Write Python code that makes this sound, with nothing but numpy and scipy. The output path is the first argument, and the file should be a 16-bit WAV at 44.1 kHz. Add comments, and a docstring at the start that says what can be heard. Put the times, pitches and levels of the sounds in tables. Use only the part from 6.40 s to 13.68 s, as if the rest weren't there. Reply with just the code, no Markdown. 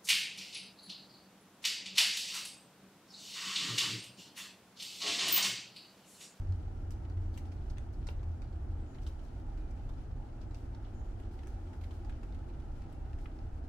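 """A leafy wood in light rain. Drops excite nearby leaves: filtered bursts give a dull slap, a bright tick and a ping.
Shed droplets patter as random impulses, farther drops are softer, and the farthest merge into shaped noise.
Foliage scatters the drops as decaying random echoes. Distant traffic is an uneven rumble with hollow swells,
two engines are falling tones, and small birds give a few faint, thin calls as trilled sine tones."""
import sys
import numpy as np
from scipy import signal
from scipy.fft import rfft, irfft
from scipy.io import wavfile
from scipy.ndimage import uniform_filter1d

SR = 44100
rng = np.random.default_rng(int(sys.argv[2]) if len(sys.argv) > 2 else 0)


def wav_record(signal):
    """Record a signal, one row per channel, as 16-bit PCM in the file named by sys.argv[1]."""
    frames = np.transpose(np.atleast_2d(signal))
    bounded = np.clip(frames, -1, 1)
    # unit amplitude maps onto the largest positive 16-bit level
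    quanta = np.round(bounded * 32767).astype(np.int16)
    wavfile.write(sys.argv[1], SR, quanta)


N = 321048
TIME = np.arange(N) / SR

# near drops; a hard strike has a high top: start_s, leaf_hz, leaf_db, spray_hz, spray_db,
# spatter_db (relative to the first burst), top_hz
NEAR_DROPS = [(.072, 2400, -71, 4440, -79, -3, 8000), (.123, 1410, -64.5, 4500, -66, -11, 6000),
              (0.507, 1830, -64, 6060, -61, -1, 17000), (0.6512, 1510, -64, 3020, -83, -1, 8000),
              (.6995, 1080, -64, 4900, -72, -8, 17000), (0.773, 1500, -66.5, 6000, -77, -4, 8000),
              (.859, 2400, -76, 3830, -86, -4, 7000), (0.94, 3400, -78, 3780, -69, 9, 8000),
              (0.976, 2470, -56, 6260, -59, -4, 16000), (1.054, 2800, -69, 5550, -77, 4, 9000),
              (1.1176, 2390, -64.5, 4460, -74, 3, 9000), (1.123, 2600, -73, 4500, -72, -2, 9000),
              (1.298, 3420, -66, 4500, -66.5, 13, 11000), (1.3702, 1990, -62.5, 3350, -71, 2, 4500),
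              (1.383, 2480, -57, 6400, -61.5, -22, 9200), (1.537, 2400, -79, 4500, -71.5, 2, 9000),
              (1.628, 2400, -72, 3080, -77, -1, 4500), (1.6692, 1500, -58, 4430, -55.5, 5, 12000),
              (1.6878, 556, -50.5, 2900, -54, -25, 3780), (1.6888, 1530, -55, 3400, -61, -12, 4500),
              (1.794, 2400, -73, 3300, -78, -6, 4500), (1.8305, 1360, -62.5, 4550, -70, 3, 12000),
              (2.0193, 1490, -60.5, 3810, -65.5, -3, 9000), (2.157, 2000, -70, 4500, -79, -2, 7000),
              (2.547, 2510, -66.5, 3900, -75, 1, 5500), (2.585, 1860, -66, 2980, -72, -6, 4000),
              (2.618, 3400, -72, 5500, -73, 13, 11000), (2.631, 3000, -72, 5200, -72, 0, 9000),
              (2.666, 1400, -60, 3140, -56, 1, 8000), (2.673, 2620, -67, 5270, -64, 2, 12000),
              (2.793, 1840, -74, 3000, -70, 0, 9000), (2.853, 2400, -73, 4560, -75, 3, 9000),
              (3.175, 1800, -65.5, 4000, -72, 2, 9000), (3.309, 2790, -72, 5250, -72, -1, 12000),
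              (3.49, 900, -60.5, 3180, -66, 11, 14000), (4.012, 800, -79, 4700, -66.5, 9, 5500),
              (4.11, 1490, -66, 4000, -70, -5, 6000), (4.1454, 3150, -62.5, 4670, -67, 1, 11000),
              (4.349, 2240, -69, 3030, -71, -8, 8000), (4.447, 2200, -68.5, 2800, -77, 1, 5000),
              (4.483, 2400, -77, 3100, -80, 0, 4000), (4.615, 796, -64, 2500, -78, -4, 3000),
              (4.8, 1890, -67, 8200, -74, -3, 13000), (4.831, 2000, -75, 3030, -72, 5, 6000),
              (4.991, 2190, -63.5, 4900, -77, -5, 7000), (5.034, 1600, -63, 4200, -71, -6, 14000),
              (5.0717, 1900, -63, 6400, -64.5, -5, 17000), (5.3298, 2260, -64.5, 5200, -72, 9, 8000),
              (5.4096, 2790, -65.5, 6500, -75, 18, 15000), (5.4372, 2500, -60.5, 6500, -71, 6, 14000),
              (5.5089, 790, -58, 3150, -63, 3, 12000), (5.648, 795, -59.5, 4970, -69, -6, 8000),
              (5.696, 1830, -57, 5500, -69, -2, 11000), (5.725, 2300, -69, 3000, -73, -4, 5000),
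              (5.8318, 1500, -60, 5140, -67.5, 1, 14000), (5.924, 2400, -68.5, 4000, -77, -2, 7000),
              (5.945, 2510, -65.5, 6040, -74, 7, 13000), (6.201, 2500, -70, 5530, -74, 0, 12000),
              (6.421, 2400, -68, 4500, -73, -5, 10000), (6.524, 3400, -70, 8300, -71.5, 6, 16000),
              (6.732, 2020, -64, 4040, -72, -3, 8000), (6.786, 2500, -68, 5500, -71, 5, 10000),
              (6.858, 1640, -54.5, 2670, -75, -4, 3000), (6.989, 1500, -68, 4400, -70.5, -9, 5500)]
# modes of a taut, wet leaf: ratio (to the spray's pitch), level_db (before a random change), t60_s
LEAF_PING_MODES = [(1.001, 20, 0.011), (1.37, -13, .005), (1.88, 0, 0.005)]
# droplets thrown onto lower leaves: start_s, rise_s (to the thickest patter), level_db (at the thickest)
DROPLET_PATTERS = [(.508, 0.012, -67.5), (.925, 0.033, -72), (.978, 0.008, -69), (1.05, 0.014, -80),
                   (1.12, 0.014, -78), (1.292, 0.016, -74), (1.525, 0.01, -75), (1.675, 0.019, -68),
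                   (2.61, .018, -72), (2.669, 0.011, -67), (2.83, 0.013, -74), (4.15, 0.031, -74),
                   (4.91, 0.022, -73), (5.074, 0.017, -72), (5.325, 0.024, -77), (5.405, .026, -73),
                   (5.53, 0.016, -74), (6.79, 0.028, -74)]
# colour of that patter: frequency_hz, density_db (relative, per Hz)
PATTER_COLOUR = [(1000, -25), (2500, -5), (4400, 1.5), (8000, -6.5), (12000, -7.5), (15500, -13)]
# colour of the farthest rain: frequency_hz, density_db (relative, per Hz)
FAR_RAIN_COLOUR = [(500, -10), (1400, -1), (2200, -1.5), (3000, -0.5), (3700, -4.5), (4600, -4.5),
                   (6300, -7), (8000, -9.5), (10000, -13), (12300, -14.5), (13500, -31), (16000, -17.5)]
# course of the far rain, of which a fraction of the departure from the mean is heard: time_s, strength_db
FAR_RAIN_STRENGTH = [(0.0, -75), (0.61, -80.5), (1.28, -79.5), (2.37, -82), (2.64, -76), (3.81, -82),
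                     (5.6, -76.5), (5.98, -78.5), (7.28, -82)]
# colour of the traffic's deep rumble: frequency_hz, density_db (relative, per Hz)
RUMBLE_COLOUR = [(18, -5), (38, 2), (50, -4), (62, -1.5), (85, -6), (120, -12.5), (185, -26), (300, -40),
                 (1000, -89)]
# course of that rumble: time_s, level_db
RUMBLE_COURSE = [(0, -36.5), (.17, -40), (.4, -41), (.53, -39.5), (.7, -39.5), (.95, -40.5), (1.15, -41.5),
                 (1.28, -38), (2.2, -39.5), (2.52, -40), (2.7, -41.5), (3.15, -39), (3.33, -38.5),
                 (3.55, -40), (3.76, -39), (3.85, -41.5), (3.95, -46), (4.06, -36.5), (4.17, -45.5),
                 (4.3, -38), (4.42, -43.5), (4.6, -39), (4.85, -42), (5.05, -40), (5.24, -43.5),
                 (5.55, -43.5), (5.66, -37), (5.8, -40), (6.2, -40.5), (6.5, -40.5), (6.72, -38.5),
                 (6.9, -43), (7.03, -37.5), (7.28, -42)]
# colour of the tyre roar: frequency_hz, density_db (relative, per Hz)
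ROAR_COLOUR = [(60, -3.5), (185, -7.5), (245, 0.5), (330, -3), (430, -10), (560, -12), (810, -9),
               (960, -15), (1130, -20.5), (1300, -19), (2600, -36.5), (9000, -77)]
# likeness of the traffic in both ears: frequency_hz, correlation (-1 to 1)
EAR_CORRELATION = [(25, 0.95), (70, 0.99), (150, 0.98), (300, 0.87), (450, 0.64), (700, 0.23),
                   (1050, -0.39), (1400, 0.89), (2600, 0.12)]
# hollow swells in the road noise: centre_s, pitch_hz, level_db (at the centre)
ROAD_SWELLS = [(1.05, 804, -64), (2.02, 817, -70), (2.38, 830, -68), (3.1, 806, -61.5), (3.38, 823, -66),
               (3.57, 870, -69), (3.82, 843, -62), (4.13, 840, -72), (4.38, 873, -64.5), (4.62, 820, -66),
               (4.78, 780, -70), (4.98, 777, -66), (5.17, 790, -64.5), (5.32, 854, -64), (5.68, 820, -62),
               (5.87, 803, -64.5), (6.04, 820, -64), (6.27, 820, -65.5), (6.46, 796, -65),
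               (6.66, 790, -61.5), (6.85, 804, -68.5), (7.0, 784, -64.5), (7.2, 750, -65)]
# slowing of each engine, one row: time_s, firing_hz (at that time), fall_octaves_per_s
NEARER_ENGINE_PITCH = (0, 91.4, 0.071)
FARTHER_ENGINE_PITCH = (3.6, 124.7, 0.32)
# course of each engine, before its flutter: time_s, level_db
NEARER_ENGINE_LEVEL = [(0, -43), (.13, -36.5), (.21, -47), (.31, -38.5), (.4, -49), (.49, -37.5), (.6, -52),
                       (.78, -38), (1.15, -45.5), (1.45, -63), (1.9, -38.5), (2.08, -56.5), (2.35, -41),
                       (2.55, -55), (2.7, -41.5), (2.95, -88)]
FARTHER_ENGINE_LEVEL = [(3.1, -75), (3.6, -57), (4.6, -51), (5.6, -45), (5.95, -87)]
# bird calls before scattering: start_s, length_s, start_hz, end_hz, level_db (at mid-call),
# trill_octaves (scaled by a random factor near 1.3)
BIRD_CALLS = [(2.39, 0.041, 8300, 8400, -82, .12), (2.448, .11, 7270, 7200, -79, .2),
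              (3.172, .18, 2520, 2260, -80, .015), (3.371, .1, 2400, 2770, -84, .015),
              (4.048, .14, 7700, 7700, -83, .08), (4.525, .1, 7200, 7230, -77, .24),
              (4.62, .12, 7300, 7400, -86, .14), (6.497, 0.14, 2740, 2730, -82, 0.0097)]


def near_drops():
    """Impact excitation: drops strike leaves overhead, and higher, finer spray has a wider band."""
    rows = []
    for s, leaf_hz, leaf_db, spray_hz, *strike in NEAR_DROPS:
        spray_octaves = 0.45 * spray_hz / 4500
        rows.append((s, leaf_hz, leaf_db, spray_hz, spray_octaves, *strike, 0))  # centred
    return shower(rows)


def drop(leaf_hz, leaf_db, spray_hz, spray_octaves, spray_db, spatter_db, top_hz,
         spatter_s=0.0078, leaf_octaves=1.54, flex_db=-7, ring_db=-9, ping_db=-8, rebound_db=-4):
    """Forced resonance: a burst on a leaf drives a slap, a brief ring and the spray's tick and ping."""
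    t = TIME[:SR // 25]
    # the drop flattens within about a millisecond and rebounds once
    burst = .8 * unit(rng.standard_normal((2, len(t))) * np.exp(-t / .0013))
    burst[:, 0] += .7
    rebound = np.roll(burst, int(rng.uniform(.0007, .0025) * SR), axis=1)
    burst = unit(burst + undb(rebound_db) * rebound)
    # then its droplets, of uneven strength, land around it
    uneven = undb(4.6 * rng.standard_normal(len(t)))
    droplets = unit(rng.standard_normal((2, len(t))) * uneven * t * np.exp(-t / (spatter_s / 2)))
    blow = burst + undb(spatter_db) * droplets
    # a yielding leaf softens the strike
    blow = lowpass(blow, 2, min(top_hz, .45 * SR))
    # the blade rings for a few cycles, and its flexing adds a broad knock under the slap
    ring = unit(band(blow, leaf_hz * 0.86, 0.12, order=1))
    slap = unit(unit(band(blow, leaf_hz, leaf_octaves)) + undb(ring_db) * ring)
    flex = unit(band(blow, leaf_hz * 0.53, 1.6))
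    # the tick has a long skirt into the treble
    spray = band(blow, spray_hz, spray_octaves, order=1)
    tick = unit(band(spray, 8500, 3.4, order=1))
    pinging = unit(signal.fftconvolve(blow, ping(t, spray_hz)[None], axes=1)[:, :len(t)])
    tick = unit(tick + undb(ping_db) * pinging)
    sound = undb(leaf_db) * (slap + undb(flex_db) * flex) + undb(spray_db) * tick
    return sound * np.sqrt(SR / 100)  # levels count the energy as spread over 10 ms


def ping(t, hz):
    """Modal decay: a few short, high modes, whose balance differs from leaf to leaf."""
    out = np.zeros(len(t))
    for ratio, db, t60 in LEAF_PING_MODES:
        decay = undb(db + 2 * rng.standard_normal() - 60 * t / t60)
        out += decay * np.sin(2 * np.pi * hz * ratio * t)
    return out


def shower(rows):
    """Superposition: each drop is added at its time and its level difference between the ears."""
    out = np.zeros((2, N + SR))
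    for s, *shape, pan_db in rows:
        sound, start = drop(*shape), max(int(s * SR), 0)
        out[:, start:start + sound.shape[1]] += sound * undb(pan(pan_db))
    return out[:, :N]


def sprinkles(droplets_per_s=3500, spread_db=2):
    """Random impulses: tiny droplets shed by a struck leaf thicken quickly and thin out raggedly."""
    landings = (rng.random(N) < droplets_per_s / SR) * undb(spread_db * rng.standard_normal(N))
    ticks = landings * rng.standard_normal((2, N))
    patter = level(irfft(rfft(ticks) * undb(per_bin(PATTER_COLOUR)), N), 0)
    strength = np.zeros(N)
    for s, rise_s, db in DROPLET_PATTERS:
        age = np.maximum(TIME - s, 0) / rise_s
        strength += undb(db) * age * np.exp(1 - age)
    return patter * strength


def farther_drops(count=340, leaf_hz=2100, leaf_db=-79.5, spray_hz=3700, spray_octaves=0.3,
                  spray_db=-83.0, spread_db=1.1, spatter_db=2, top_hz=8000):
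    """Size and pitch: softer drops on surrounding trees, where small leaves sound higher and softer."""
    times = (np.arange(count) + rng.uniform(-3, 3, count)) % count * N / SR / count
    rows = []
    for s, chances in zip(times, rng.uniform(-1.6, 1.6, (count, 5))):
        size, leaf, spray, wet, side = chances
        drop_leaf_hz = leaf_hz * 2 ** (0.51 * leaf)
        drop_leaf_db = leaf_db + spread_db * size - 1.1 * leaf
        drop_spray_hz = spray_hz * 2 ** (0.53 * spray)
        drop_spray_db = spray_db + spread_db * size + wet - spray
        rows.append((s, drop_leaf_hz, drop_leaf_db, drop_spray_hz, spray_octaves, drop_spray_db,
                     spatter_db, top_hz, 1.8 * side))
    return shower(rows)


def foliage(x, near_s=0.011, far_t60=0.22, far_db=-5, dull_hz=8000):
    """Multiple scattering: quick echoes from leaves close by, then a duller tail from the trunks."""
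    t = TIME[:SR]
    close, far = rng.standard_normal((2, 2, SR))
    close = unit(close * np.exp(-t / near_s))
    far = lowpass(far, 1, min(dull_hz, SR / 3))
    far = unit(far * undb(-60 * t / far_t60) * (1 - np.exp(-t / near_s)))
    echoes = (close + undb(far_db) * far) * (t > .002)  # none in the first 2 ms
    return signal.fftconvolve(x, echoes, axes=1)[:, :N]


def far_rain(wash_db=-73.5, follow=0.43, flicker_db=1.0):
    """Statistical merging: drops too many and far to tell apart become noise with soft flurries."""
    s, db = np.transpose(FAR_RAIN_STRENGTH)
    flurry_db = follow * np.interp(TIME, s, db - np.mean(db))
    return level(noise(FAR_RAIN_COLOUR), wash_db) * undb(flurry_db + flicker_db * walk(45))


def traffic(roar_db=-53.5, swell_db=-0.04, pan_db=1.05, rumble_pan_db=-0.9):
    """Low-frequency propagation: a far road dulled by the wood, its bass uneven and alike in both ears."""
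    likeness = per_bin(EAR_CORRELATION)
    rumble = noise(RUMBLE_COLOUR, likeness)
    # even out the noise over half a second, then impose the course
    even = rumble / np.sqrt(uniform_filter1d(np.mean(rumble ** 2, axis=0), size=SR // 2))
    rumble = even * undb(course(RUMBLE_COURSE) + pan(rumble_pan_db))
    roar = level(noise(ROAR_COLOUR, likeness), roar_db)
    return rumble + roar * undb(swell_db * walk(3.72) + pan(pan_db))


def engine(pitch, levels, waver=0.011, flutter_db=2.6, octave_db=-30):
    """Harmonic radiation: the exhaust's lowest tones sink in pitch and flutter on their way through the trees."""
    at_s, start_hz, octaves_per_s = pitch
    hz = start_hz * 2 ** (-octaves_per_s * (TIME - at_s))
    phase = 2 * np.pi * np.cumsum(hz * (1 + waver * walk(13))) / SR
    gain = undb(course(levels, left=-120, right=-120) + flutter_db * walk(25))
    return gain * level(np.sin(phase) + undb(octave_db) * np.sin(2 * phase), 0)


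def tyre_song(hz, db, likeness=0, wander=.045, width_hz=100, swell_db=3.0):
    """Modulated carrier: a narrow band of the road noise wanders in pitch and strength."""
    carrier = np.exp(2j * np.pi * np.cumsum(hz * (1 + wander * walk(9))) / SR)
    mid, side = [(carrier * (walk(width_hz) + 1j * walk(width_hz))).real for _ in range(2)]
    return level(two_ears(mid, side, likeness) * undb(swell_db * walk(7.3)), db)


def swells(half_length_s=0.042, octaves=0.14, likeness=0.42):
    """Band-limited noise: brief, hollow swells stand out of the road noise, each at its own pitch."""
    out = np.zeros((2, N + SR))
    t = TIME[:SR // 2] - 1 / 4
    for s, hz, db in ROAD_SWELLS:
        mid, side = level(band(rng.standard_normal((2, len(t))), hz, octaves), db)
        start = int((s + t[0]) * SR)
        ears = two_ears(mid, side, likeness) / np.sqrt(2)
        out[:, start:start + len(t)] += ears * np.exp(-(t / half_length_s) ** 2 / 2)
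    return out[:, :N]


def bird(trill_hz=140, quaver=.012):
    """Frequency modulation: thin calls buzz with a trill dipping under the note, heard only through foliage."""
    out = np.zeros(N)
    for s, length, start_hz, end_hz, db, depth in BIRD_CALLS:
        along = np.clip((TIME - s) / length, 0, 1)
        cycles = np.cumsum(trill_hz * (1 + .2 * walk(60))) / SR
        swing = np.abs(2 * (cycles % 1) - 1)
        dip = swing ** 2 * (1.3 + .3 * walk(100))
        glide = start_hz + (end_hz - start_hz) * along
        hz = glide * (1 + quaver * walk(250)) * 2 ** (-depth * dip)
        arch = np.sqrt(8 * along * (1 - along))
        out += undb(db) * arch * np.sin(2 * np.pi * np.cumsum(hz) / SR)
    return foliage(np.array([out, out]))


def undb(db):
    """Logarithmic level: decibels to amplitude gain."""
    return 10 ** (np.asarray(db) / 20)


def level(x, db):
    """Mean power: scale to an rms level."""
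    return x * undb(db) / np.sqrt(np.mean(x ** 2) + 1e-30)


def unit(x):
    """Energy normalization: unit energy per channel, on average."""
    return x / np.sqrt(np.mean(np.sum(x ** 2, axis=-1)))


def pan(db):
    """Interaural level difference: half of it up in the first ear, half down in the second."""
    return db * np.array([[.5], [-.5]])


def two_ears(mid, side, likeness):
    """Interaural correlation: shares of common and opposed sound set the likeness of the ears."""
    c = np.clip(likeness, -1, 1)
    return mid * np.sqrt(1 + c) + side * np.sqrt(1 - c) * np.array([[1], [-1]])


def course(points, **ends):
    """Linear interpolation: read (time_s, value) points along the whole scene."""
    return np.interp(TIME, *np.transpose(points), **ends)


def per_bin(points):
    """Logarithmic frequency: read (frequency_hz, value) points at each spectral bin."""
    hz, value = np.transpose(points)
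    return np.interp(np.log(np.fft.rfftfreq(N, 1 / SR) + 1), np.log(hz), value)


def noise(spectrum, likeness=0):
    """Spectral shaping: stereo noise of a given colour and correlation between the ears."""
    mid, side = rfft(rng.standard_normal((2, N))) * undb(per_bin(spectrum))
    return irfft(two_ears(mid, side, likeness), N)


def walk(rate):
    """Smoothed randomness: levels held 1 / rate s and slewed twice, with a spread near 1."""
    k = max(int(SR / rate), 2)
    held = np.repeat(rng.standard_normal(N // k + 3), k)
    return 1.3 * uniform_filter1d(uniform_filter1d(held, k), k)[k:k + N]


def band(x, hz, octaves, order=2):
    """Damped resonance: pass a band centred on a pitch."""
    edges = np.clip(hz * 2 ** (np.array([-.5, .5]) * octaves), 20, [.4 * SR, .48 * SR])
    return signal.sosfilt(signal.butter(order, edges, "band", fs=SR, output="sos"), x)


def lowpass(x, order, hz):
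    """Treble loss: attenuate sound above a cutoff."""
    return signal.sosfilt(signal.butter(order, hz, fs=SR, output="sos"), x)


def scene(near_scatter_db=-6.5, far_scatter_db=-2):
    """Direct and scattered sound: near drops are mostly direct, farther ones more scattered by other trees."""
    near, farther = near_drops(), farther_drops()
    scattered = foliage(undb(near_scatter_db) * near) + foliage(undb(far_scatter_db) * farther)
    rain = near + sprinkles() + farther + scattered + far_rain()
    songs = tyre_song(hz=327.3, db=-64.0, likeness=.85) + tyre_song(hz=1400, db=-81.0)
    road = traffic() + songs + swells()
    engines = (engine(NEARER_ENGINE_PITCH, NEARER_ENGINE_LEVEL)
               + engine(FARTHER_ENGINE_PITCH, FARTHER_ENGINE_LEVEL))
    return rain + road + engines + bird()


def record(dry, bass_hz=17, top_hz=15900):
    """Band limitation: the deepest bass is reduced and the extreme treble cut steeply."""
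    dry = signal.sosfilt(signal.butter(2, bass_hz, "high", fs=SR, output="sos"), dry)
    return signal.sosfilt(signal.ellip(8, .2, 70, top_hz, fs=SR, output="sos"), dry)


dry = scene()
out = record(dry)
wav_record(out)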